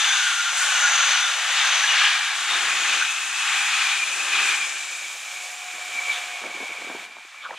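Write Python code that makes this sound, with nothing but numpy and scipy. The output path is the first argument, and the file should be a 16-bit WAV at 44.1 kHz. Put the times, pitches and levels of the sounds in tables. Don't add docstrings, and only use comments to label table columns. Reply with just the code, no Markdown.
import sys
import numpy as np
from scipy import signal
from scipy.fft import rfft, irfft, next_fast_len
from scipy.io import wavfile

SR = 44100
rng = np.random.default_rng(int(sys.argv[2]) if len(sys.argv) > 2 else 0)


def master_out(mix):
    frames = np.transpose(np.atleast_2d(mix))
    ceiling = np.clip(frames, -1, 1)
    pcm = np.round(ceiling * 32767).astype(np.int16)
    wavfile.write(sys.argv[1], SR, pcm)


N = 334454

# (frequency [Hz], level [dB per Hz])
ROAR_COLOUR = [(480, -48), (630, -19), (720, -10), (830, -1.5), (940, -7), (1030, -3.5), (1130, 0),
               (1300, 2), (1430, 1.5), (1600, 3.5), (1950, 2), (2300, -0.5), (2800, -11), (4000, -16.5)]
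RASP_COLOUR = [(1700, -38), (2300, 0.5), (2850, 1.5), (3200, 0.5), (3550, 0), (4100, -5), (4800, -10),
               (5600, -12.5), (7000, -18.5), (10000, -79)]
HISS_COLOUR = [(2600, -0.5), (4500, -5.5), (5700, -2), (6700, 2), (7600, 0), (8600, -4.5), (10000, -8.5),
               (11500, -12.5), (13000, -19.5), (15500, -24.5)]
GEAR_COLOUR = [(90, -26), (145, -36), (190, -8), (250, -8.5), (310, -1.5), (375, 3.5), (440, -4),
               (520, -2.5), (650, -16)]
TRACK_COLOUR = [(260, -41), (430, -13), (510, 2.5), (600, 2.5), (690, 4.5), (810, 2), (1050, 3.5)]
AIR_COLOUR = [(15, -8), (30, -6), (48, -1), (100, -8), (160, -5), (300, -2), (600, -32)]
COUNTRY_COLOUR = [(25, -36), (100, -33), (250, -27), (500, -21), (800, -4.5), (1500, 1), (4000, -6),
                  (9000, -23), (15000, -44)]
# (frequency [Hz], likeness [0 to 1])
LIKENESS = [(40, .3), (130, .85), (290, .99), (640, .999), (1700, .999), (3100, .97), (5000, .76),
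            (6800, .7), (10000, .76), (15000, .8)]

# (time [s], roar [dB], brightness [dB], running gear [dB])
BOGIES = [(0.04, -27.5, 0.5, -59), (0.25, -35.5, 7, -69), (0.82, -26, -0.5, -70), (1.13, -26, 2.5, -72),
          (1.66, -24, -0.5, -74), (2.018, -24, 1.5, -67), (2.63, -28, -2.5, -54), (2.91, -27.5, 0.5, -71),
          (3.53, -27.5, -2.5, -64), (3.82, -28, 1, -69), (4.431, -28.5, -1, -50.5)]
SPEED_M_PER_S, DISTANCE_M, SOUND_M_PER_S = 22, 4.0, 343
ROAR_FALLOFF, GEAR_FALLOFF, HISS_FALLOFF = 2.0, 1.77, 1.05
BOGIE_HISS_DB = -39.5
# (time [s], relative roar [dB])
JOLTS = [(0.64, -29.5), (0.96, -27.5), (2.53, -29), (3.02, -52), (4.38, -27.5), (4.525, -31.5), (6.13, -38)]
JOLT_HALF_S, JOLT_GEAR_DB = 0.039, -35
# (time [s], roar [dB], hiss [dB], track [dB], running gear [dB])
FAR_TRAIN = [(0.4, -31, -41.5, -64, -67), (1.4, -35.5, -44, -65, -86), (2.35, -31.5, -44.5, -58, -66),
             (3.25, -37.5, -42.5, -77, -61), (4.2, -36, -40, -57, -62), (4.95, -42.5, -41.5, -56, -71),
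             (5.65, -43.5, -46, -54.5, -66), (6.15, -38, -41.5, -49, -61), (6.48, -42.5, -50, -47.5, -66),
             (7.05, -44.5, -52, -51, -65), (7.28, -44, -51, -58, -80), (7.58, -42, -51.5, -44, -65)]
# (start time [s], relative level [dB])
SPURTS = [(.53, -32), (4.41, -37.5), (5.36, -46), (6.55, -50.5)]
SPURT_ATTACK_S, SPURT_FADE_DB_PER_S = 0.084, 47
PITS_PER_S, PIT_SPREAD_DB, PIT_RING_S = 220, 3.0, .075
RAIL_LOW_HZ, RAIL_HIGH_HZ = 1100, 3747
PIT_DB = -6.5

# (start [s], end [s], track [dB], running gear [dB])
DRONES = [(0.52, 1.18, -46.5, -80), (1.215, 2.05, -48, -86), (2.505, 3.023, -48.5, -52.5),
          (4.037, 4.317, -51, -64), (4.294, 4.544, -51, -64)]
DRONE_EDGE_S = 0.018
# (time [s], half length [s], relative level [dB])
AIR_PUSHES = [(.06, .12, -70), (0.656, .025, -71.5), (.98, 0.17, -68), (1.62, 0.034, -65),
              (2.01, 0.079, -63.5), (2.53, 0.023, -65), (4.444, .025, -70)]
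FAR_AIR_DB = -83.5

# (time abeam [s], frequency at rest [Hz], width [Hz], level at closest [dB])
SINGING = [(-0.12, 6330, 35, -33.5), (-0.08, 3700, 110, -27), (0.02, 6650, 450, -33),
           (0.079, 1636, 141, -29), (0.17, 1482, 45, -30), (1.04, 1486, 70, -32), (0.3, 6310, 260, -37),
           (0.76, 6260, 220, -30), (1.07, 6280, 140, -35), (1.95, 6460, 300, -49), (0.76, 1465, 81, -28),
           (0.859, 1695, 89.7, -33), (0.88, 6620, 750, -28.5), (1.66, 6360, 700, -30.5),
           (1.98, 1717, 128, -30.5), (2.0, 2460, 110, -31), (2.8, 6720, 240, -36.5), (3.7, 6740, 220, -41),
           (4.299, 1617, 120, -39)]
SING_LAG_S, SING_FALLOFF = 0.11, 1.8
SING_WAVER, SING_WAVER_RATE = 0.00497, 24.8
# (time [s], half length [s], frequency [Hz], width [Hz], level [dB])
SQUEALS = [(.112, .014, 1545, 40, -28), (.26, .016, 1530, 45, -30), (0.429, .11, 1410, 24, -30.5),
           (.635, .018, 1470, 23.7, -24.5), (0.822, 0.087, 2910, 54, -31.5), (.86, .02, 1460, 39.7, -26),
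           (0.869, .014, 1665, 60, -26), (0.946, .018, 1405, 40, -30), (1.003, .009, 1400, 40, -25),
           (1.235, .025, 1440, 45, -31), (1.33, .025, 1385, 45, -41), (1.246, 0.024, 3530, 120, -26),
           (1.612, .03, 3650, 160, -29), (1.853, .013, 1660, 70, -23), (1.905, 0.022, 2880, 45, -22.5),
           (2.034, 0.039, 3050, 597, -23), (2.06, .035, 1625, 100, -25), (2.14, .05, 3300, 400, -33),
           (2.525, .03, 1230, 44, -33), (2.539, 0.03, 3670, 110, -28.5), (3.025, .016, 1520, 170, -25),
           (3.406, .02, 2630, 70, -29.5), (4.02, 0.018, 2430, 100.1, -23), (4.212, 0.019, 2600, 100.5, -37),
           (4.628, 0.024, 2360, 70, -29), (5.976, 0.028, 2320, 80.8, -27), (6.097, 0.028, 2305, 80, -25),
           (6.145, 0.024, 3550, 400, -33)]
SQUEAL_SAG_PER_S = 0.085

# (time [s], frequency [Hz], level [dB])
CHORUS = [(2.35, 2524, -60), (2.55, 2527, -39), (2.72, 2465, -28.5), (2.93, 2460, -27.5), (3.09, 2500, -30),
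          (3.25, 2570, -34), (3.41, 2550, -30), (3.55, 2476, -29.5), (3.7, 2448, -26.5), (3.92, 2400, -26),
          (4.03, 2464, -34), (4.12, 2480, -30.5), (4.22, 2555, -32), (4.3, 2490, -29.5), (4.4, 2470, -24),
          (4.51, 2430, -27.5), (4.66, 2380, -29.5), (5.0, 2370, -64)]
CHORUS_WIDTH_HZ = 236
LEAD_DB, LEAD_WIDTH_HZ, LEAD_WAVER, LEAD_WAVER_RATE = -5, 55, .02, 9

# (time [s], level [dB])
WHINE = [(4.4, -48), (4.85, -35), (5.1, -37), (5.22, -41.5), (5.37, -36.5), (5.55, -41), (6.05, -33.5),
         (6.42, -37), (6.65, -36), (7.05, -41.5), (7.165, -37), (7.205, -41), (7.245, -35), (7.3, -44),
         (7.38, -32.5), (7.58, -38)]
# (settled frequency [Hz], width [Hz], relative level [dB], strongest at [s], half length [s])
WHINE_LINES = [(2207, 7.2, -6, 6.57, 0.35), (2300, 5.3, -1.5, 6.76, 0.2), (2316, 24, -5.5, 6.1, 0.36),
               (2380, 21, -3.5, 7.12, 0.21), (2278, 120, -2.5, 5.2, 3), (2408, 200, -2.5, 5, 2.5),
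               (1116, 60, -14.5, 6.46, 0.9), (1575, 70, -11, 6.87, 0.22), (7250, 900, -11.5, 5.4, .8),
               (3650, 450, -12, 5.1, .7)]
WHINE_WAVER, WHINE_SAG_PER_S, WHINE_SETTLES_S = 0.002005, .008, 6.3
WHINE_THROB_DB, WHINE_THROB_RATE = 0.3, 26
# (time [s], frequency [Hz], level [dB])
WHISTLE = [(5.8, 12260, -95), (6.12, 12230, -71), (6.3, 12170, -76), (6.7, 12150, -73), (6.95, 12105, -70),
           (7.12, 12200, -71.5), (7.3, 12090, -95)]
WHISTLE_WIDTH_HZ = 22
# (time [s], frequency [Hz], level [dB])
HUM = [(4.6, 732.7, -56), (5.15, 724, -61), (5.5, 728, -49), (5.85, 728, -48.5), (6.2, 723, -43.5),
       (6.42, 722, -50), (7.02, 719, -51.5), (7.58, 710, -66)]
DROP_S, DROP_LENGTH_S, DROP_DB = 7.05, 0.025, -7.5

# (time [s], half length [s], level [dB])
GUSTS = [(5.757, 0.019, -56), (5.947, 0.058, -60), (6.447, 0.02, -47), (6.491, .018, -54),
         (6.564, 0.023, -51.5), (6.624, 0.018, -49.5), (6.707, 0.0096, -50.5), (6.825, .025, -51.5),
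         (6.897, .018, -49), (6.954, 0.018, -48.5), (7.03, 0.059, -59), (7.152, 0.039, -63),
         (7.433, .04, -72)]
GUST_HZ, GUST_AT_DB, GUST_DB_PER_OCTAVE = 418, -41.5, 54
GUST_WIDTH_SHARE = 0.79
# (time [s], peak level [dB], upper edge [Hz])
THUMPS = [(6.44, -24.5, 1210), (6.4445, -33, 900), (6.4475, -31, 950), (6.454, -32, 750),
          (6.4645, -32, 600), (6.4755, -35, 850), (6.4955, -31, 1350), (6.545, -42, 550), (6.573, -37, 600),
          (6.592, -32, 1100), (6.6025, -31, 650), (6.6095, -33, 600), (6.6315, -30.5, 600),
          (6.701, -38, 650), (6.714, -38, 600), (6.785, -40, 600), (6.822, -33, 750), (6.842, -41, 650),
          (6.87, -34, 520), (6.8995, -24, 850), (6.9035, -33, 900), (6.9138, -27, 1250), (6.918, -35, 500),
          (6.948, -28, 650), (6.953, -30, 1000), (6.966, -41, 500), (7.004, -41, 790), (7.168, -39, 704),
          (7.249, -45, 750)]
THUMP_LOW_HZ, THUMP_TAIL_S, THUMP_TAIL_DB = 268, 0.0042, -24
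# (time [s], half length [s], frequency [Hz], width [Hz], level [dB])
RUSTLES = [(7.44, .017, 3350, 700, -42.5), (7.46, .018, 1330, 420, -36.5), (7.515, .018, 601, 400, -47),
           (7.534, .012, 1153, 750, -41), (7.575, 0.0091, 2700, 1300, -40)]
# (time [s], rise [s], frequency [Hz], peak level [dB])
PUFFS = [(7.1672, .001, 1000, -31.5), (7.1845, 0.0013, 950, -36), (7.208, .002, 850, -43),
         (7.3442, .002, 1150, -36.5), (7.449, .0032, 1510, -26), (7.456, 0.0013, 1200, -29),
         (7.4625, .0012, 1250, -29), (7.468, .002, 1350, -36), (7.492, 0.0018, 700, -34),
         (7.496, .0015, 950, -32), (7.5053, 0.0032, 900, -26), (7.5088, 0.0012, 1790, -26),
         (7.513, 0.0022, 625, -32), (7.536, .0018, 950, -32), (7.541, .0016, 1150, -33),
         (7.546, .0016, 650, -37)]

# (frequency [Hz], left [dB], right [dB])
PORTS = [(1550, 0, 0), (2400, .7, -.8), (3900, 1.9, -2.4), (5300, 2.8, -1.5), (7500, 3.8, .3), (8600, 6, 3),
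         (10000, 6, 4), (12600, 1.5, 1.5), (15200, -2, -2)]
# (frequency [Hz], lag [radians])
PORT_LAG = [(1300, 0), (2400, .03), (3900, .2), (5300, .9), (7500, 1.3), (8500, 2.05), (9500, 2.45),
            (12000, 3.05), (15200, 3.14)]
# (time [s], share [0 to 1])
BESIDE = [(0, 1), (4.5, 1), (4.8, .65), (5.1, .15), (5.6, .05), (7.58, 0)]
FAR_WIDTH_DB = -4.5
STEADY_BELOW_HZ = 43
CUTOFF_HZ = 15700


def rolling():
    _, roar_db, bright_db, _ = np.transpose(BOGIES)
    far_db, far_hiss_db, _, _ = in_time(FAR_TRAIN)
    surge = jolts()
    near = passing(roar_db, ROAR_FALLOFF)
    far = from_db(far_db)
    roar = together(near, surge, far)
    rasp = together(passing(roar_db + bright_db, ROAR_FALLOFF), surge, far)
    bogie_hiss = passing([BOGIE_HISS_DB] * len(BOGIES), HISS_FALLOFF)
    spurts = [spurt(s, db) for s, db in SPURTS]
    hiss = together(bogie_hiss, *spurts, from_db(far_hiss_db))
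    streaks = from_db(PIT_DB) * near * pits()
    roar_noise = roar * from_db(0.5) * rush(ROAR_COLOUR, flutter_db=0.4, flutter_rate=34)
    rasp_noise = rasp * from_db(1.38) * rush(RASP_COLOUR, flutter_db=0.7, flutter_rate=14)
    hiss_noise = hiss * from_db(4.5) * rush(HISS_COLOUR, flutter_db=0.5, flutter_rate=14.0)
    return streaks + roar_noise + rasp_noise + hiss_noise


def jolts():
    return sum(from_db(db) * bump(s, JOLT_HALF_S) for s, db in JOLTS)


def spurt(s, db):
    t = np.arange(N) / SR - s
    rise = np.sqrt(np.clip(t / SPURT_ATTACK_S, 0, 1))
    return rise * from_db(db - SPURT_FADE_DB_PER_S * np.maximum(t - SPURT_ATTACK_S, 0))


def pits():
    count = 24
    hits = int(PITS_PER_S * N / SR)
    at = rng.integers(0, N, hits)
    mode = rng.integers(0, count, hits)
    sizes = from_db(PIT_SPREAD_DB * np.minimum(rng.exponential(1, hits), 3))
    sizes = sizes * rng.choice([-1, 1], hits)
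    out = np.zeros(N)
    decay = from_db(-60 / (PIT_RING_S * SR))
    for k, hz in enumerate(np.linspace(RAIL_LOW_HZ, RAIL_HIGH_HZ, count)):
        w = 2 * np.pi * hz * rng.uniform(.985, 1.015) / SR
        clicks = np.bincount(at, sizes * (mode == k), N) + 1e-18
        out += signal.lfilter([0, np.sin(w)], [1, -2 * decay * np.cos(w), decay * decay], clicks)
    high_pass = signal.butter(6, RAIL_LOW_HZ, "high", fs=SR, output="sos")
    return rms_one(signal.sosfilt(high_pass, out))


def underside():
    _, _, _, gear_db = np.transpose(BOGIES)
    _, _, far_track_db, far_gear_db = in_time(FAR_TRAIN)
    track_drone = sum(from_db(db) * held(start, end) for start, end, db, _ in DRONES)
    gear_drone = sum(from_db(db) * held(start, end) for start, end, _, db in DRONES)
    gear_jolts = from_db(JOLT_GEAR_DB) * jolts()
    gear = together(passing(gear_db, GEAR_FALLOFF), gear_drone, gear_jolts, from_db(far_gear_db))
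    track = together(track_drone, from_db(far_track_db))
    pushes = [from_db(db) * bump(s, half_s) for s, half_s, db in AIR_PUSHES]
    air = together(*pushes, from_db(FAR_AIR_DB))
    left_heavy = from_db([[2.2], [-2.2]])
    gear_noise = gear * rush(GEAR_COLOUR, flutter_db=1.0, flutter_rate=8.5)
    track_noise = track * from_db(1.0) * rush(TRACK_COLOUR, flutter_db=2.5, flutter_rate=15)
    air_noise = air * left_heavy * rush(AIR_COLOUR, flutter_db=3.0, flutter_rate=12)
    return gear_noise + track_noise + air_noise


def wheel_rings(throb_db=0.5):
    out = np.zeros(N)
    for s, hz, width_hz, db in SINGING:
        pitch = hz * doppler(s) * (1 + SING_WAVER * drift(SING_WAVER_RATE))
        fading = distance_ratio(s + SING_LAG_S) ** SING_FALLOFF
        out += from_db(db) * resonance(pitch, width_hz) / fading
    for s, half_s, hz, width_hz, db in SQUEALS:
        add_swell(out, s, half_s, hz, -SQUEAL_SAG_PER_S * hz, width_hz, db)
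    return from_db(throb_db * drift(39)) * out


def chorus(throb_db=1.0, throb_rate=32):
    hz, level_db = in_time(CHORUS)
    lead_hz = hz * (1 + LEAD_WAVER * drift(LEAD_WAVER_RATE))
    lead = from_db(LEAD_DB) * resonance(lead_hz, LEAD_WIDTH_HZ)
    voices = rms_one(resonance(hz, CHORUS_WIDTH_HZ) + lead)
    return from_db(level_db + throb_db * drift(throb_rate)) * voices


def whine():
    level_db, = in_time(WHINE)
    shift = 1 + WHINE_SAG_PER_S * np.maximum(WHINE_SETTLES_S - np.arange(N) / SR, 0)
    wheels = np.zeros(N)
    for hz, width_hz, db, s, half_s in WHINE_LINES:
        pitch = hz * (shift + WHINE_WAVER * drift(7.57))
        wheels += from_db(db) * bump(s, half_s) * resonance(pitch, width_hz)
    return from_db(level_db + WHINE_THROB_DB * drift(WHINE_THROB_RATE)) * wheels


def whistle():
    hz, level_db = in_time(WHISTLE)
    return from_db(level_db) * resonance(hz, WHISTLE_WIDTH_HZ)


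def hum(waver_hz=1.34, waver_db=2.0, whirr_hz=805, whirr_width_hz=22, whirr_db=-7):
    hz, level_db = in_time(HUM)
    phase = 2 * np.pi * np.cumsum(hz + waver_hz * drift(12.0)) / SR
    tone = from_db(waver_db * drift(8.9)) * np.sqrt(2) * np.sin(phase)
    whirr = from_db(whirr_db) * resonance(whirr_hz, whirr_width_hz)
    return from_db(level_db) * (tone + whirr)


def wake(lumpy_db=3.0):
    out = np.zeros(N)
    for s, half_s, db in GUSTS:
        hz = GUST_HZ * 2 ** ((db - GUST_AT_DB) / GUST_DB_PER_OCTAVE)
        add_swell(out, s, half_s, hz, 0, GUST_WIDTH_SHARE * hz, db)
    out = out * from_db(lumpy_db * drift(89))
    for s, db, top_hz in THUMPS:
        add_thump(out, s, db, top_hz)
    for s, half_s, hz, width_hz, db in RUSTLES:
        add_swell(out, s, half_s, hz, 0, width_hz, db)
    for s, rise_s, hz, db in PUFFS:
        add_puff(out, s, rise_s, hz, db)
    wind_filter = signal.butter(4, 160, "high", fs=SR, output="sos")
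    return signal.sosfilt(wind_filter, out)


def add_thump(out, s, db, top_hz):
    t = np.arange(SR // 20) / SR
    push = from_db(THUMP_TAIL_DB) * np.exp(-t / THUMP_TAIL_S) * rng.standard_normal(len(t))
    push[0] = 1
    band = signal.butter(2, [THUMP_LOW_HZ, top_hz], "band", fs=SR, output="sos")
    thump = signal.sosfilt(band, push)
    out[int(s * SR):][:len(t)] += from_db(db) * thump / np.abs(thump).max()


def add_puff(out, s, rise_s, hz, db):
    t = np.arange(SR // 25) / SR
    shape = (t / rise_s * np.exp(1 - t / rise_s)) ** 3
    puff = from_db(db) * shape * np.sin(2 * np.pi * hz * t)
    span = out[int(s * SR):][:len(t)]
    span += puff[:len(span)]


def countryside():
    return from_db(-51) * rush(COUNTRY_COLOUR, flutter_db=1.6, flutter_rate=2.0)


def from_the_side(pair):
    size = next_fast_len(N)
    left_db, right_db = in_frequency(PORTS, size)
    lag, = in_frequency(PORT_LAG, size)
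    left_port = from_db(left_db) * np.exp(-1j * lag / 2)
    right_port = from_db(right_db) * np.exp(1j * lag / 2)
    beside = irfft(rfft(pair, size) * np.array([left_port, right_port]), size)[:, :N]
    centre = pair.mean(axis=0)
    ahead = centre + from_db(FAR_WIDTH_DB) * (pair - centre)
    share = np.clip(in_time(BESIDE)[0], 0, 1)
    return share * beside + (1 - share) * ahead


def distance_ratio(s):
    return np.sqrt(1 + ((np.arange(N) / SR - s) * (SPEED_M_PER_S / DISTANCE_M)) ** 2)


def doppler(s):
    receding_m_per_s = np.gradient(distance_ratio(s)) * DISTANCE_M * SR
    return 1 / (1 + receding_m_per_s / SOUND_M_PER_S)


def passing(levels_db, falloff):
    powers = [from_db(db) ** 2 / distance_ratio(s) ** (2 * falloff)
              for (s, *_), db in zip(BOGIES, levels_db)]
    return np.sqrt(sum(powers))


def together(*strengths):
    return np.sqrt(sum(a ** 2 for a in strengths))


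def bump(s, half_s):
    return np.exp(-np.minimum(np.abs(np.arange(N) / SR - s) / half_s, 10) ** 2 / 2)


def held(start_s, end_s):
    t = np.arange(N) / SR
    return (np.tanh((t - start_s) / DRONE_EDGE_S) - np.tanh((t - end_s) / DRONE_EDGE_S)) / 2


def rush(spectrum, flutter_db, flutter_rate):
    size = next_fast_len(N)
    closed = [(spectrum[0][0] / 2, -80), *spectrum, (spectrum[-1][0] * 2, -80)]
    colour_db, = in_frequency(closed, size)
    alike = np.clip(in_frequency(LIKENESS, size)[0], 0, 1)
    mid, side = rfft(rng.standard_normal((2, size))) * from_db(colour_db)
    side = side * np.sqrt((1 - alike) / (1 + alike))
    pair = irfft([mid + side, mid - side], size)[:, :N]
    return rms_one(pair) * from_db(flutter_db * drift(flutter_rate))


def resonance(hz, width_hz, span=slice(None)):
    wander = drift(width_hz / 2)[span] + 1j * drift(width_hz / 2)[span]
    evenness = .7 / (1 + (width_hz / STEADY_BELOW_HZ) ** 4)
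    wander = rms_one(wander / (np.abs(wander) + 1e-9) ** evenness)
    phase = 2 * np.pi * np.cumsum(hz * np.ones(len(wander))) / SR
    return np.sqrt(2) * (wander.real * np.cos(phase) + wander.imag * np.sin(phase))


def add_swell(out, s, half_s, hz, glide_hz, width_hz, db):
    span = slice(max(int((s - 3 * half_s) * SR), 0), min(int((s + 3 * half_s) * SR), N))
    t = np.arange(N)[span] / SR - s
    bell = np.exp(-(t / half_s) ** 2 / 2)
    tone = bell * resonance(hz + glide_hz * t, width_hz, span)
    out[span] += from_db(db) * tone * np.sqrt(np.sum(bell ** 2) / np.sum(tone ** 2))


def drift(rate):
    step, run_in = 8, 8000
    low_pass = signal.butter(2, np.clip(rate, .5, 2000), fs=SR / step, output="sos")
    slow = signal.sosfilt(low_pass, rng.standard_normal(N // step + run_in + 2))[run_in:]
    return np.interp(np.arange(N) / step, np.arange(len(slow)), rms_one(slow))


def in_time(rows):
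    s, *columns = np.transpose(rows)
    return [np.interp(np.arange(N) / SR, s, c) for c in columns]


def in_frequency(rows, size):
    hz, *columns = np.transpose(rows)
    bins = np.maximum(np.fft.rfftfreq(size, 1 / SR), 1)
    return [np.interp(np.log(bins), np.log(hz), c) for c in columns]


def from_db(db):
    return 10 ** (np.asarray(db) / 20)


def rms_one(x):
    return x / np.sqrt(np.mean(np.abs(x) ** 2) + 1e-20)


def scene():
    drop = from_db(DROP_DB * np.clip((np.arange(N) / SR - DROP_S) / DROP_LENGTH_S, 0, 1))
    wheels = rolling() + underside() + wheel_rings() + chorus()
    train = drop * (wheels + whine() + whistle() + hum())
    return from_the_side(train) + wake() + countryside()


def record(dry):
    low_pass = signal.ellip(12, .1, 80, CUTOFF_HZ, fs=SR, output="sos")
    return signal.sosfilt(low_pass, dry)


dry = scene()
out = record(dry)
master_out(out)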